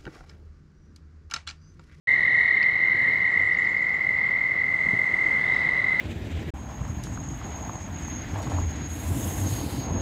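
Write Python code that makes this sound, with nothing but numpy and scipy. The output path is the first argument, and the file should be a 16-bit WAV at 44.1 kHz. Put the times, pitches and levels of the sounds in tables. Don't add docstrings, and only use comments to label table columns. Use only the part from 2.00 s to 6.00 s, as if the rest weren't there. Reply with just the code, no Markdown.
import sys
import numpy as np
from scipy import signal
from scipy.fft import rfft, irfft
from scipy.io import wavfile
from scipy.ndimage import uniform_filter1d

SR = 44100
rng = np.random.default_rng(int(sys.argv[2]) if len(sys.argv) > 2 else 0)


def transcribe(u):
    v = np.clip(np.atleast_2d(u).T, -1, 1)
    q = np.round(v * 32767).astype(np.int16)
    wavfile.write(sys.argv[1], SR, q)


N = 176400


def toad(rates, voice, sac_hz, second_db, rasp_db, edge_drop):
    sounding_share, swell_power, overtone_lateness = .66, 1.32, .68
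    pitch_scatter, pitch_wander, level_scatter_db = .003, .004013, .94
    sac_width_hz = 605
    t = clock()
    cycles = np.cumsum(curve(rates) * (t >= rates[0][0])) / SR
    pulse = cycles.astype(int)
    pitch_draw, level_draw, phase_offset = rng.standard_normal((N // 100, 3))[pulse].T
    place = np.clip((cycles - pulse - .5) * 2 / sounding_share, -1, 1)
    arch_hz = curve(voice) * (1 - edge_drop * place ** 2)
    hz = arch_hz * (1 + pitch_scatter * pitch_draw + pitch_wander * walk(12))
    phase = phase_of(hz) + phase_offset
    swell = np.maximum(np.cos(np.pi / 2 * place), 0)
    effort = undb(curve(voice, column=2) + level_scatter_db * level_draw) * (t < voice[-1][0])
    fundamental = resonate(effort * swell ** swell_power * np.sin(phase), sac_hz, sac_width_hz)
    second = undb(second_db) * swell ** .19 * (1 + overtone_lateness * place) * np.sin(2 * phase)
    upper = swell ** 2 * upper_harmonics(phase)
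    rasp = undb(rasp_db) * swell ** 2 * np.sin(1.5 * phase + walk(500))
    return fundamental + effort * (second + upper + rasp)


# multiple of the pitch, level in dB relative to the effort.
TOAD_OVERTONES = [(3, -53.5), (5, -62.5)]


def upper_harmonics(phase):
    return sum(undb(db) * np.sin(multiple * phase) for multiple, db in TOAD_OVERTONES)


# time in seconds, pulse rate in Hz.
TOAD_RATES = [
    [(.0575, 43.5), (.5, 43.9), (1.0, 42), (1.3, 42), (1.45, 38)],
    [(.067, 43.5), (.5, 43.9), (1.0, 42), (1.3, 41), (1.67, 38), (1.73, 34)],
    [(.0545, 42.2), (.4, 39.7), (.65, 38.5), (.72, 35)],
    [(.854, 56.6), (1.4, 52.06), (1.75, 50.14), (2.25, 49.36), (2.5, 48.48), (3.2, 47.57), (4, 46)],
    [(.0465, 41.15), (.7, 41.15), (1.4, 40.55), (2, 40.54), (2.7, 39.77), (3.4, 40.12), (4, 38.9)],
    [(3.319, 60), (3.6, 52.8), (4, 48.7)],
]
# time in seconds, peak pitch in Hz, effort in dB.
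TOAD_VOICES = [
    [(.07, 2118, -15.5), (.5, 2125, -16.5), (1.0, 2118, -16.5), (1.25, 2104, -18.5), (1.38, 2080, -28)],
    [(.07, 1980, -19), (1.0, 1980, -18.5), (1.3, 1970, -21.5), (1.66, 1950, -21.5), (1.72, 1900, -28.5)],
    [(.07, 1960, -17.5), (.4, 1940, -17.5), (.64, 1906, -19.5), (.7, 1870, -35)],
    [(.854, 1521, -36), (1.1, 1908, -24.5), (1.4, 2010, -18), (1.75, 2031, -18), (2.4, 2030, -19.5),
     (3.2, 2030, -18.5), (4, 2025, -18)],
    [(.07, 2110, -18), (.7, 2110, -22.5), (1.4, 2121, -18.5), (2, 2120, -19), (2.7, 2108, -18.5),
     (3.4, 2102, -18.5), (4, 2090, -18.5)],
    [(3.319, 1509, -36.5), (3.48, 1938, -27.5), (3.6, 1989, -28.5), (4, 2042, -29)],
]
# vocal sac resonance in Hz, second harmonic and rasp in dB relative to the effort,
# pitch drop at the pulse edges as a fraction.
TOAD_THROATS = [(2130, -32.5, -61.5, .16), (1970, -35, -28, .08), (1926, -29.5, -44.5, .13),
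                (2010, -40.5, -59, .11), (2095, -44.5, -49.5, .09), (2030, -20, -45.5, .17)]


def chorus():
    bank_delay_s, bank_db, woods_db = .0105, -21.5, -6.5
    trills = [toad(rates, voice, *throat)
              for rates, voice, throat in zip(TOAD_RATES, TOAD_VOICES, TOAD_THROATS)]
    direct = sum(trills)
    echo = np.interp(clock() - bank_delay_s, clock(), direct)
    scatter = sum(woods(trill) for trill in trills)
    return direct + undb(bank_db) * echo + undb(woods_db) * scatter


def woods(x):
    t60_s, delay_s = .55, .018
    t = clock()[:SR]
    tail = rng.standard_normal(SR) * np.exp(-np.log(1000) * t / t60_s) * (t > delay_s)
    return signal.fftconvolve(x, tail / np.linalg.norm(tail))[:N]


# start and length in seconds, first and last pitch in Hz, level in dB.
BIRD_SLURS = [(1.114, .04, 4500, 5000, -60), (1.526, 0.033, 6300, 4220, -51.5),
              (1.575, 0.029, 6150, 7400, -53), (1.64, .035, 6294, 4197, -52),
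              (1.686, 0.027, 6420, 7370, -57.5), (1.765, .035, 6020, 4200, -54),
              (1.809, 0.037, 6400, 7250, -59), (1.882, 0.03, 6400, 4300, -55),
              (1.933, 0.028, 6400, 7350, -57.5), (2.018, 0.024, 5660, 4730, -60.5),
              (3.535, 0.023, 4530, 5300, -51)]
# start and length in seconds, top pitch in Hz, level in dB.
BIRD_TWITTERS = [(.34, .09, 7500, -61.5), (.94, .14, 7750, -63), (1.29, .09, 7453, -63.5),
                 (1.38, .12, 7750, -59.5), (2.02, .18, 7500, -65), (2.24, .07, 7550, -63)]


def bird():
    warble_hz, swing_hz, woods_db = 46, 220, -4.5
    t, song = clock(), np.zeros(N)
    wobble = 1 + .02 * walk(500)
    for start, length, from_hz, to_hz, db in BIRD_SLURS:
        progress = np.clip((t - start) / length, 0, 1)
        hz = (to_hz + (from_hz - to_hz) * (1 - progress) ** 2) * wobble
        song += undb(db) * np.sin(np.pi * progress) * np.sin(phase_of(hz))
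    warble = np.sin(phase_of(warble_hz * (1 + .1 * walk(20))))
    bend_hz = swing_hz * (warble - 1 + .5 * walk(40))
    for start, length, hz, db in BIRD_TWITTERS:
        progress = np.clip((t - start) / length, 0, 1)
        envelope = np.sqrt(np.abs(np.sin(np.pi * progress))) * (1 + warble) / 2
        song += undb(db) * envelope * np.sin(phase_of(hz + bend_hz))
    return song + undb(woods_db) * woods(song)


def knock(start_s, decay_s, hz, width_hz, db):
    age = np.maximum(clock() - start_s, 0) / decay_s
    band = resonate(rng.standard_normal(N), hz, width_hz)
    ring = unit(resonate(band, hz, width_hz))
    return undb(db) * ring * (1 - np.exp(-10 * age)) * np.exp(-np.minimum(age, 20))


# start in seconds, level in dB, decay in seconds.
DULL_BUMPS = [(.945, -34.5, 0.017), (2.855, -29, 0.022), (2.932, -21.5, 0.01), (3.245, -37, 0.021)]


def bumps():
    return sum(knock(start, decay, hz=119, width_hz=194, db=db) for start, db, decay in DULL_BUMPS)


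# centre in Hz, width in Hz, level in dB.
TICK_RESONANCES = [(2450, 450, -23), (4500, 640, -31.5)]


def tick():
    return sum(knock(start_s=.628, decay_s=.0033, hz=hz, width_hz=width, db=db)
               for hz, width, db in TICK_RESONANCES)


# frequency in Hz, relative density in dB.
HUSH_SPECTRUM = [(20, -19), (45, -7), (100, 0.5), (200, -3), (400, -7.5), (700, -8.5), (1000, -7.5),
                 (1400, -9.5), (2400, -16.5), (3300, -22), (4500, -25.5), (5200, -31.5), (5700, -37.5),
                 (8000, -48.5), (16000, -61)]
# time in seconds, level in dB.
HUSH_SWELL = [(0, -40), (1, -40), (2.4, -40.5), (2.9, -39.5), (3.5, -36.5), (4, -37.5)]
# frequency in Hz, relative density in dB.
HISS_SPECTRUM = [(4000, -12.5), (5200, -5), (5750, -12.5), (6100, 2), (6650, 3), (6900, -6.5), (7250, 1),
                 (8500, -4.5), (10000, -12), (12000, -18.5), (16000, -20.5)]
# time in seconds, level in dB.
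HISS_SWELL = [(0, -66), (.7, -71.5), (1.3, -67), (2.4, -70), (2.85, -62), (3.12, -64), (3.3, -62),
              (3.58, -61), (3.75, -61.5), (4, -62)]


def background():
    whine_hz, whine_db = 15662, -73
    hush = coloured(HUSH_SPECTRUM) * undb(curve(HUSH_SWELL) + .46 * walk(9))
    hiss = coloured(HISS_SPECTRUM) * undb(curve(HISS_SWELL) + .98 * walk(10))
    whine = undb(whine_db) * np.sin(2 * np.pi * whine_hz * clock())
    return hush + hiss + whine


def undb(db):
    return 10 ** (np.asarray(db) / 20)


def unit(x):
    return x / np.sqrt(np.mean(x ** 2))


def clock():
    return np.arange(N) / SR


def phase_of(hz):
    return 2 * np.pi * np.cumsum(hz) / SR


def curve(rows, column=1):
    rows = np.array(rows)
    return np.interp(clock(), rows[:, 0], rows[:, column])


def walk(rate_hz):
    hold = int(SR / rate_hz)
    steps = np.repeat(rng.standard_normal(N // hold + 1), hold)
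    return unit(uniform_filter1d(uniform_filter1d(steps, hold), hold)[:N])


def resonate(x, hz, width_hz):
    return signal.lfilter(*signal.iirpeak(hz, hz / width_hz, fs=SR), x)


def coloured(spectrum):
    hz, db = np.array(spectrum).T
    bin_hz = np.maximum(np.arange(N // 2 + 1) * SR / N, 1)
    gain = undb(np.interp(np.log(bin_hz), np.log(hz), db))
    return unit(irfft(rfft(rng.standard_normal(N)) * gain, N))


def scene():
    return (chorus() + bird() + bumps() + tick() + background())[None]


def record(dry):
    start_s, fade_s, cutoff_hz = .072, .002, 15800
    fade_in = np.clip((clock() - start_s) / fade_s, 0, 1)
    lowpass = signal.ellip(10, .2, 70, cutoff_hz, fs=SR, output="sos")
    return signal.sosfilt(lowpass, dry * fade_in)


dry = scene()
out = record(dry)
transcribe(out)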